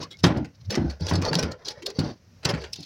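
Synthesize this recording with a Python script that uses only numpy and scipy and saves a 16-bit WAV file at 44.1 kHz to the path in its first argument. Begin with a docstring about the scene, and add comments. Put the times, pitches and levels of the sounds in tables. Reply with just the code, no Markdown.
"""Wet fish in a metal boat

A wet fish thrashes on the plywood floor of a small metal boat, heard close up and nearly mono.
Its body thumps the boards and sets the hull ringing: fading sine tones plus shaped noise.
Its tail slaps and its skin slithers: bursts of noise and tiny crackles, unevenly coloured.
Fins scrape, click and squeak as gliding tones and short noises, over quiet open air."""
import sys
import numpy as np
from scipy import signal
from scipy.fft import rfft, irfft, next_fast_len
from scipy.io import wavfile
from scipy.ndimage import map_coordinates

SR = 44100
rng = np.random.default_rng(int(sys.argv[2]) if len(sys.argv) > 2 else 0)


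def materialize(psi):
    """Save the field psi as 16-bit PCM at rate SR to the path in sys.argv[1].

    A 1-D psi becomes a single channel; in a 2-D psi each row is a channel.
    """
    bounded = np.clip(np.atleast_2d(psi).T, -1, 1)
    quanta = np.round(bounded * 32767).astype(np.int16)
    wavfile.write(sys.argv[1], SR, quanta)


N = 125685  # length of the scene in samples


def amp(db):
    """Turn decibels into a gain."""
    return 10 ** (np.asarray(db) / 20)


def decay(t, t60):
    """A natural fade that drops 60 dB in t60 seconds."""
    return amp(-60 * t / t60)


def rise(t, s):
    """A soft attack: most of the way up after s seconds."""
    return 1 - np.exp(-t / s)


def unit(x):
    """Scale to an average (rms) level of 1."""
    return x / np.sqrt(np.mean(x ** 2) + 1e-20)


def with_energy_of(envelope, x):
    """Scale x to the same average energy as the envelope."""
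    return unit(x) * np.sqrt(np.mean(envelope ** 2))


def wobble(rate, size):
    """A smooth random curve with `rate` random points a second."""
    points = rng.standard_normal(int(size * rate / SR) + 4)
    return map_coordinates(points, [np.arange(size) * rate / SR])


def along(points, hz):
    """Gain at each frequency, read between (Hz, dB) points on a log axis."""
    f, db = np.transpose(points)
    return amp(np.interp(np.log(hz + 1), np.log(f + 1), db))


def filtered(x, response):
    """Colour x by a gain for each frequency."""
    m = next_fast_len(x.shape[-1] + 4096)
    spectrum = rfft(x, m) * response(np.fft.rfftfreq(m, 1 / SR))
    return irfft(spectrum, m)[..., :x.shape[-1]]


def resonance(f, hz, width_hz):
    """One resonance: strongest at hz, weaker on both sides."""
    return 1j * f * width_hz / (hz * hz - f * f + 1j * f * width_hz)


def burst(envelope, response):
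    """Coloured noise that follows an envelope and has its energy."""
    noise = filtered(rng.standard_normal(len(envelope)), response)
    return with_energy_of(envelope, noise * envelope)


def add(track, s, x):
    """Mix x into the track from second s."""
    i = max(round(s * SR), 0)
    track[i:i + len(x)] += x[:max(len(track) - i, 0)]


PATCH_DB, PATCH_SPACING_HZ = 5.5, 149.6  # unevenness, and spacing of its random points


def patchy(f):
    """Uneven colour: a new random curve over frequency makes each noise burst patchy."""
    points = rng.standard_normal(400)
    curve = map_coordinates(points, [f / PATCH_SPACING_HZ], mode="mirror")
    return amp(PATCH_DB * np.clip(curve, -2, 2))


# Clear notes of the metal hull. Each row: pitch in Hz, relative level in dB.
HULL_NOTES = [(463, 14.5), (506, 11), (571, 12), (641, 6.5), (842, 7), (1026, 6), (1102, -4), (1416, 6.5),
              (1521, 5), (1689, 2), (1997, -3.5), (2050, -5.5)]
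HULL_WIDTH_HZ = 8.6


def singing(f):
    """The hull's clear resonances alone: narrow peaks where the metal vibrates easily."""
    return sum(amp(db) * np.abs(resonance(f, hz, HULL_WIDTH_HZ)) ** 2 for hz, db in HULL_NOTES)


# Dense, blurred resonances of the hull. Each row: frequency in Hz, gain in dB.
HULL_BED = [(150, -54), (330, 10.5), (480, 4.5), (800, 3), (1300, -1.5), (2400, -9.5), (4500, -16.5),
            (6300, -25), (8000, -71), (16000, -52)]
HULL_PEAK_DB = -1  # clear notes against the bed


def hull(f):
    """The whole metal hull: clear notes over a bed of dense ones."""
    return along(HULL_BED, f) + amp(HULL_PEAK_DB) * singing(f)


# Tone of the open air. Each row: frequency in Hz, gain in dB.
AIR_SPECTRUM = [(15, -68), (25, -11), (82, 5), (185, -2.5), (217, -4.5), (363, -16), (575, -14.5),
                (754, -22), (2280, -24), (3520, -29.5), (5730, -21.5), (8140, -43.5), (16000, -41)]
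AIR_DB = -55.5


def air():
    """Quiet open air: steady noise whose level drifts gently."""
    drift = amp(2.5 * wobble(7.8, size=N))
    return amp(AIR_DB) * burst(drift, lambda f: along(AIR_SPECTRUM, f))


# Short wide noise bursts at some of the blows. Each row: start in seconds, level in dB.
WIDE_BURSTS = [(0.234, -30), (0.706, -31), (1.152, -36), (1.353, -35.5)]
# Tone of the wide bursts. Each row: frequency in Hz, gain in dB.
WIDE_SPECTRUM = [(3800, -52), (5400, 11), (6500, -12), (8000, -10.5), (11300, -21), (13000, -25),
                 (16000, -32)]
WIDE_FADE_S = 0.011
BURST_RISE_S = 0.0008  # attack of wide bursts and slaps


def wide_bursts():
    """Short wide noise bursts, bright and opposite in sign left and right, at some of the blows."""
    out, t = np.zeros(N), np.arange(SR // 20) / SR
    for s, db in WIDE_BURSTS:
        envelope = rise(t, BURST_RISE_S) * np.exp(-t / WIDE_FADE_S)
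        add(out, s, amp(db) * burst(envelope, lambda f: along(WIDE_SPECTRUM, f)))
    return out


# The boards flex as the fish winds up.
# Each row: time of the peak in seconds, pitch at the peak in Hz, level in dB, rise time in seconds.
FLEXES = [(0.234, 105, -34, .016), (0.63, 125, -43, .03), (0.692, 103, -23, .015), (0.747, 215, -30, .028),
          (1.095, 85, -33, .025)]
FLEX_RELEASE_S, FLEX_CLIMB_HZ_PER_S = 0.0052, 520


def flexes():
    """A low swell of the boards climbs in pitch under the load and ends as the fish lets go."""
    out = np.zeros(N)
    for s, hz, db, swell_s in FLEXES:
        t = np.arange(N) / SR - s  # negative before the peak
        phase = 2 * np.pi * (hz + FLEX_CLIMB_HZ_PER_S * t / 2) * t
        envelope = np.exp(np.minimum(t / swell_s, -t / FLEX_RELEASE_S))
        out += np.sqrt(2) * amp(db) * np.sin(phase) * envelope
    return out


# Path of the fin scrape. 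Each row: time in seconds, centre pitch in Hz, level in dB.
SCRAPE = [(1.225, 1239, -51), (1.243, 1149, -33), (1.261, 887, -36), (1.275, 626, -27), (1.293, 470, -32.5),
          (1.325, 440, -33)]
SCRAPE_WIDTH_HZ = 150


def fin_scrape():
    """A spine drags along the hull: a narrow band of noise slides down as a falling rasp."""
    t = np.arange(N) / SR
    s, hz, db = np.transpose(SCRAPE)
    phase = 2 * np.pi * np.cumsum(np.interp(t, s, hz)) / SR
    rasp = wobble(SCRAPE_WIDTH_HZ * 2, size=N) * np.sin(phase)
    rasp = rasp + wobble(SCRAPE_WIDTH_HZ * 2, size=N) * np.cos(phase)
    return rasp * amp(np.interp(t, s, db)) * (t > s[0]) * (t < s[-1])


# Rubbery squeaks of skin and fins.
# Each row: start in seconds, length in seconds, start pitch in Hz, end pitch in Hz, level in dB.
SQUEAKS = [(0.021, 0.018, 1020, 970, -41.5), (0.03, 0.041, 1100, 1120, -46),
           (0.104, 0.042, 3230, 3360, -50), (0.121, 0.051, 2120, 2200, -52.5),
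           (1.014, 0.016, 4523, 4400, -41.5), (1.11, 0.0085, 1100, 750, -25.5),
           (1.279, 0.025, 4430, 4540, -27), (1.49, 0.098, 500, 502, -44), (1.66, 0.15, 520, 467, -53.5),
           (1.675, 0.077, 808, 864, -50), (1.812, 0.057, 345, 362, -41.5), (1.856, 0.089, 387, 406, -41),
           (1.869, 0.022, 503, 538, -36), (1.929, 0.079, 427.5, 444, -49)]
SQUEAK_ROUGH_RAD, SQUEAK_WAVER_HZ = 0.57, 219  # phase shake and how fast it changes


def squeaks():
    """Skin catches and slips fast enough to give a short, unsteady pitch."""
    out, t = np.zeros(N), np.arange(SR // 5) / SR
    for s, length, start_hz, end_hz, db in SQUEAKS:
        progress = np.minimum(t / length, 1)
        glide_hz = start_hz + (end_hz - start_hz) * progress
        shake = SQUEAK_ROUGH_RAD * wobble(SQUEAK_WAVER_HZ, size=len(t))
        tone = np.sin(2 * np.pi * np.cumsum(glide_hz) / SR + shake)
        level = amp(db + 2.3 * wobble(SQUEAK_WAVER_HZ, size=len(t)))
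        add(out, s, np.sqrt(2) * level * np.sin(np.pi * progress) * tone)
    return out


# Hard fin spines click on the floor and the hull.
# Each row: start in seconds, level in dB, ring pitch in Hz.
TICKS = [(0.171, -45.5, 4940), (1.252, -20.5, 4700), (1.3536, -13.5, 4260), (1.657, -29, 5100),
         (1.686, -23, 4050)]
# Bright tone of clicks and, further down, splashes. Each row: frequency in Hz, gain in dB.
SPLASH_SPECTRUM = [(500, -63), (1500, -34), (2800, -4.5), (4200, 2.5), (6100, -3.5), (7000, -6.5),
                   (8200, -15), (10300, -14.5), (13000, -26), (15500, -19.5)]
TICK_T60_S, TICK_WIDTH_HZ, TICK_RING_DB = 0.014, 1600, 25.5
TICK_TAIL_DB, BRIGHT_TAIL_T60_S = -19.5, 0.14  # the slaps share this tail time


def ticks():
    """A spine's hard tip gives a very short ringing click and a faint echo that fades smoothly."""
    out, t = np.zeros(N), np.arange(SR // 8) / SR
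    for s, db, hz in TICKS:
        def colour(f):
            ring = amp(TICK_RING_DB) * resonance(f, hz, TICK_WIDTH_HZ)
            return along(SPLASH_SPECTRUM, f) * (1 + ring)

        click = burst(decay(t, TICK_T60_S), colour)
        echo = burst(amp(TICK_TAIL_DB) * decay(t, BRIGHT_TAIL_T60_S), colour)
        add(out, s, amp(db) * (click + echo))
    return out


CRACKLES_PER_S, CRACKLE_T60_S, CRACKLE_SPREAD_DB = 6000, 0.014, 10
CRACKLE_LOW_HZ, CRACKLE_HIGH_HZ = 700, 15500


def crackle(envelope, response):
    """Tiny bubbles of slime burst: each one is a short ping at a random time, pitch and strength."""
    size, t = len(envelope), np.arange(SR // 50) / SR
    draws = rng.random((int(CRACKLES_PER_S * size / SR), 3))
    when, pitch, weakness = draws.T[:, :, None]
    hz = CRACKLE_LOW_HZ * (CRACKLE_HIGH_HZ / CRACKLE_LOW_HZ) ** pitch
    strength = np.sqrt(hz) * amp(-CRACKLE_SPREAD_DB * weakness)
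    pings = strength * decay(t, CRACKLE_T60_S) * np.sin(2 * np.pi * hz * t)
    at = ((when * size).astype(int) + np.arange(len(t))) % size
    summed = np.bincount(at.ravel(), pings.ravel(), size)
    return with_energy_of(envelope, filtered(summed, response) * envelope)


# Wet skin sliding on the boards.
# Each row: start in seconds, length in seconds, hiss level in dB, rub level in dB.
SLIDES = [(0.0, 0.058, -38.5, -57), (0.541, 0.026, -57.5, -80), (0.602, 0.024, -52, -68),
          (0.645, 0.023, -51, -81), (0.695, 0.064, -40, -36.5), (0.79, 0.2, -56.5, -46),
          (0.996, 0.21, -44.5, -42.5), (1.224, 0.1, -38, -31), (1.244, 0.032, -32, -30),
          (1.332, 0.17, -44, -34), (1.47, 0.1, -62, -39.5), (1.575, 0.094, -63.5, -53),
          (1.645, 0.085, -37, -47), (1.742, 0.089, -59.5, -47.5), (1.818, 0.094, -65, -52.5),
          (1.864, 0.065, -46.5, -46), (1.939, 0.22, -49.5, -50.5), (2.03, .11, -47.5, -39.5),
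          (2.56, 0.14, -50.5, -45.5), (2.742, 0.34, -48.5, -74)]
# Tone of the wet hiss. Each row: frequency in Hz, gain in dB.
HISS_SPECTRUM = [(400, 1), (1200, -7), (2600, -2.5), (4600, 10), (6000, 6.5), (7000, -13), (8200, -22),
                 (10300, -18.5), (13000, -38), (15500, -19)]
# Tone of the hollow rub. Each row: frequency in Hz, gain in dB.
RUB_SPECTRUM = [(60, 4), (160, 1.5), (290, -12.5), (420, 9), (560, 4), (750, 0), (1200, -7.5), (2200, -11),
                (5000, -69)]
SLIDE_RISE_S, SLIDE_FULL = 0.01, 0.73  # attack, and the share of the length before it fades
STICK_DB = 2.5  # how unevenly the skin sticks and lets go
FILM_DB = -4  # smooth hiss of the water film, against the crackles
SLIDE_RING_DB = -8.5  # the hull sings along under a rub


def slides():
    """Slimy skin sticks and lets go: dense wet crackles and hiss over a rub that rings the hull."""
    out, t = np.zeros(N), np.arange(SR // 4) / SR
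    for s, length, hiss_db, rub_db in SLIDES:
        stroke = rise(t, SLIDE_RISE_S) / np.sqrt(1 + (t / (SLIDE_FULL * length)) ** 14)
        stroke = stroke * unit(amp(STICK_DB * np.tanh(wobble(120.0, size=len(t)))))
        wet = lambda f: along(HISS_SPECTRUM, f) * patchy(f)
        hiss = crackle(stroke, wet) + amp(FILM_DB) * burst(stroke, wet)
        hiss = hiss / np.hypot(1, amp(FILM_DB))
        rub = burst(stroke, lambda f: along(RUB_SPECTRUM, f) * patchy(f))
        rub = rub + amp(SLIDE_RING_DB) * burst(stroke, singing)
        add(out, s, amp(hiss_db) * hiss + amp(rub_db) * rub)
    return out


# Wet tail and fin slaps.
# Each row: start in seconds, splash level in dB, smack level in dB, length in seconds, ring pitch in Hz.
SLAPS = [(0.029, -38, -43, 0.012, 5360), (0.108, -43, -53.5, 0.029, 3730), (0.189, -46, -60, 0.016, 5370),
         (0.239, -17.5, -17.5, 0.0097, 5820), (0.249, -30.5, -28.5, 0.028, 3770),
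         (0.371, -45, -67, 0.013, 5060), (0.446, -50, -45.5, 0.015, 5100), (0.705, -26, -30, 0.0075, 4630),
         (0.723, -33.5, -34, 0.0094, 5030), (0.744, -34, -29, 0.0045, 4300),
         (0.753, -26, -28, 0.0082, 5260), (0.898, -40.5, -48.5, 0.022, 4830),
         (1.006, -43, -60, 0.0064, 4700), (1.068, -22, -28, 0.0017, 6050), (1.083, -32, -36, 0.015, 3670),
         (1.093, -34, -41, 0.019, 5900), (1.112, -44, -26, 0.0031, 4300), (1.133, -34, -48, 0.013, 4360),
         (1.155, -25, -37, 0.0082, 4830), (1.217, -35, -34, 0.012, 5750), (1.330, -30.5, -28, 0.011, 4500),
         (1.339, -30, -36, 0.012, 4700), (1.387, -25, -29.5, 0.016, 5530), (1.427, -29, -31.5, 0.013, 5020),
         (1.514, -39.5, -42.5, 0.015, 4730), (1.682, -29.5, -41, 0.0095, 4600),
         (1.707, -39.5, -45.5, 0.014, 5340), (1.822, -43, -46, 0.013, 2690), (1.862, -24, -40, 0.009, 4220),
         (1.901, -40, -46.5, 0.0074, 4700), (1.989, -26.5, -39, 0.014, 4480),
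         (2.431, -44.5, -42.5, 0.0094, 4680), (2.451, -18, -24, 0.0079, 5860),
         (2.489, -28, -30, 0.021, 5130), (2.537, -42, -36.5, 0.023, 4450), (2.571, -59, -41, 0.027, 4500),
         (2.613, -45, -43, 0.014, 4700), (2.64, -41.5, -36, 0.01, 4500), (2.731, -29, -64, 0.0095, 5220),
         (2.758, -40.5, -61, 0.0093, 4500), (2.803, -44, -70, 0.0094, 5800),
         (2.828, -39.5, -63, 0.016, 4030)]
# Tone of the dull smack. Each row: frequency in Hz, gain in dB.
SMACK_SPECTRUM = [(100, -19), (350, 14.5), (800, 1.5), (1800, 5), (3000, 2.5), (5000, -26), (8000, -19.5),
                  (16000, -86)]
SLAP_LEAD_S, SLAP_LEAD_DB = 0.0025, -11  # the wet skin touches just before the full blow
SLAP_GRAIN_DB, SLAP_TYPICAL_S = 4, 0.012
SLAP_RING_DB, SLAP_RING_WIDTH_HZ = 8, 590
SPLASH_TAIL_DB, ECHO_TOP_HZ = -11, 7000  # the splash echo is duller above this
SMACK_TAIL_DB, SMACK_TAIL_T60_S = -4, 0.17
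SLAP_HULL_DB, SLAP_HULL_T60_S = -10.5, 0.28  # a smack leaves the hull singing


def slaps():
    """A water film bursts under the tail: grainy splash, duller smack and darker echoes in the hull."""
    out, lead = np.zeros(N), 0.02  # seconds kept free before the blow
    since = np.arange(SR // 4) / SR - lead
    t = np.maximum(since, 0)
    attack = rise(t, BURST_RISE_S)
    touch = amp(SLAP_LEAD_DB) * np.exp(-np.abs(since) / SLAP_LEAD_S)
    for s, splash_db, smack_db, length, hz in SLAPS:
        grain = unit(amp(SLAP_GRAIN_DB * wobble(1518.0, size=len(t))))
        contact = (attack + touch) * np.exp(-(t / length) ** 2) * grain
        echo = attack * np.sqrt(length / SLAP_TYPICAL_S)  # a longer contact feeds the hull more

        def colour(f):
            ring = amp(SLAP_RING_DB) * resonance(f, hz, SLAP_RING_WIDTH_HZ)
            return along(SPLASH_SPECTRUM, f) * patchy(f) * (1 + ring)

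        splash_tail = echo * amp(SPLASH_TAIL_DB) * decay(t, BRIGHT_TAIL_T60_S)
        splash = burst(contact, colour)
        splash = splash + burst(splash_tail, lambda f: colour(f) / (1 + (f / ECHO_TOP_HZ) ** 2))

        smack_tail = echo * amp(SMACK_TAIL_DB) * decay(t, SMACK_TAIL_T60_S)
        smack = burst(np.hypot(contact, smack_tail), lambda f: along(SMACK_SPECTRUM, f) * patchy(f))
        smack = smack + burst(echo * amp(SLAP_HULL_DB) * decay(t, SLAP_HULL_T60_S), singing)
        add(out, s - lead, amp(splash_db) * splash + amp(smack_db) * smack)
    return out


# Body blows on the floor. Each row: start in seconds, boom pitch in Hz, boom level in dB,
# boom 60 dB fade time in seconds, knock pitch in Hz, knock level in dB, punch in dB over the knock,
# board rumble level in dB, hull ring level in dB, ring length in seconds.
THUMPS = [(0.001, 101, -43, 0.15, 242, -33.5, 1, -47, -41.5, 0.082),
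          (0.03, 97, -54, 0.18, 213, -38, -5, -49, -55, 0.049),
          (0.238, 111, -12, 0.2, 178.5, -8.5, 0.5, -20.5, -21.5, 0.23),
          (0.361, 87.3, -35, 0.35, 290, -36, 0, -25.5, -36.5, 0.09),
          (0.774, 102.2, -28, 0.5, 304, -15.5, -5, -22.5, -35.5, 0.13),
          (0.847, 70.2, -23, 0.4, 149, -24, 5, -38, -66, 0.07),
          (1.009, 89.8, -22, 0.34, 151, -25, 2.5, -57, -66, 0.19),
          (1.112, 93.2, -20.5, 0.93, 170, -18, 1.5, -27, -28, 0.31),
          (1.176, 90.4, -37, 0.47, 207, -20, -16, -32.5, -46, 0.2),
          (1.312, 85, -56, 0.22, 171, -22.5, -8, -39, -31, 0.14),
          (1.355, 90, -41, 0.36, 165, -17.5, -9, -29, -48, 0.11),
          (1.428, 78, -22, 0.19, 165, -23.5, -1, -32, -34.5, 0.095),
          (1.987, 107, -25, 0.37, 206.4, -17.5, 7.5, -27, -33, 0.15),
          (2.455, 87, -39, 0.42, 139, -27.5, 13.5, -33, -28.5, 0.08),
          (2.489, 112.5, -26, 0.17, 170, -31, -5, -52, -27, 0.11),
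          (2.535, 70.4, -35, 0.95, 160, -22, 5.5, -33.5, -59, 0.063),
          (2.787, 89, -57, 0.15, 240, -35.5, -17, -44, -74, 0.048)]
# Notes of the floor boards. Each row: pitch in Hz, relative level in dB, 60 dB fade time in seconds.
BOARDS = [(145.3, -9, 0.13), (166.2, 1.5, 0.18), (236, 3.5, 0.035), (277.5, -2.5, 0.16), (328, -4, 0.19),
          (367, 0.5, 0.063)]
# Tone of the board rumble. Each row: frequency in Hz, gain in dB.
RUMBLE_SPECTRUM = [(25, -12), (50, -16), (80, -1), (120, -0.5), (170, -2.5), (240, -2), (320, -5),
                   (430, -25), (800, -17.5), (2000, -84)]
BOOM_RISE_S, KNOCK_RISE_S, RING_RISE_S = 0.0078, 0.0034, 0.00092
PUNCH_T60_S, KNOCK_WIDTH_OCT = 0.052, 0.89  # where the fish lands decides which boards' notes answer
RUMBLE_T60_S, RING_T60_S = 1, 0.4  # before the extra loss
# extra loss: the ring falls away steeply around the ring length, the boom around this time
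EXTRA_LOSS_DB, BOOM_LOSS_S = 10, 0.15
RATTLE_DB, RATTLE_PER_S = 2, 130  # the loose boards chatter as they ring


def thumps():
    """Each blow booms the floor, knocks the boards' notes and leaves boards and hull ringing."""
    out, t = np.zeros(N), np.arange(SR // 2) / SR
    for (s, boom_hz, boom_db, boom_t60, knock_hz, knock_db, punch_db,
         rumble_db, ring_db, ring_s) in THUMPS:
        boom_loss = amp(-EXTRA_LOSS_DB * (t / BOOM_LOSS_S) ** 4)
        boom = np.sin(2 * np.pi * boom_hz * t) * decay(t, boom_t60) * boom_loss * rise(t, BOOM_RISE_S)

        knock = amp(punch_db) * decay(t, PUNCH_T60_S) * np.sin(2 * np.pi * knock_hz * t)
        for hz, db, t60 in BOARDS:
            # notes near the knock pitch answer most, each slightly off its pitch
            reach = 1 / (1 + (np.log2(hz / knock_hz) / KNOCK_WIDTH_OCT) ** 2)
            note = np.sin(2 * np.pi * hz * t * (1 + rng.normal(0, 0.041)))
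            knock = knock + reach * note * amp(db) * decay(t, t60)
        knock = knock * rise(t, KNOCK_RISE_S)

        held = rise(t, RING_RISE_S) * amp(-EXTRA_LOSS_DB * np.minimum(t / ring_s, 2) ** 4)
        rumble = burst(held * decay(t, RUMBLE_T60_S), lambda f: along(RUMBLE_SPECTRUM, f))
        chatter = unit(amp(RATTLE_DB * wobble(RATTLE_PER_S, size=len(t))))
        ring = burst(held * chatter * decay(t, RING_T60_S), hull)

        blow = np.sqrt(2) * amp(boom_db) * boom + amp(knock_db) * knock
        add(out, s, blow + amp(rumble_db) * rumble + amp(ring_db) * ring)
    return out


def scene():
    """The fish over quiet open air, all in the middle except the wide bursts."""
    middle = air() + flexes() + fin_scrape() + squeaks() + ticks() + slides() + slaps() + thumps()
    side = wide_bursts()
    return np.array([middle + side, middle - side])


LOW_CUT_HZ, TOP_HZ = 52.4, 16000


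def record(dry):
    """The recorder thins the deep bass and keeps nothing above its band limit."""
    low_cut = signal.butter(2, LOW_CUT_HZ, "high", fs=SR, output="sos")
    thin = signal.sosfilt(low_cut, dry)
    return filtered(thin, lambda f: f < TOP_HZ)


dry = scene()
out = record(dry)
materialize(out)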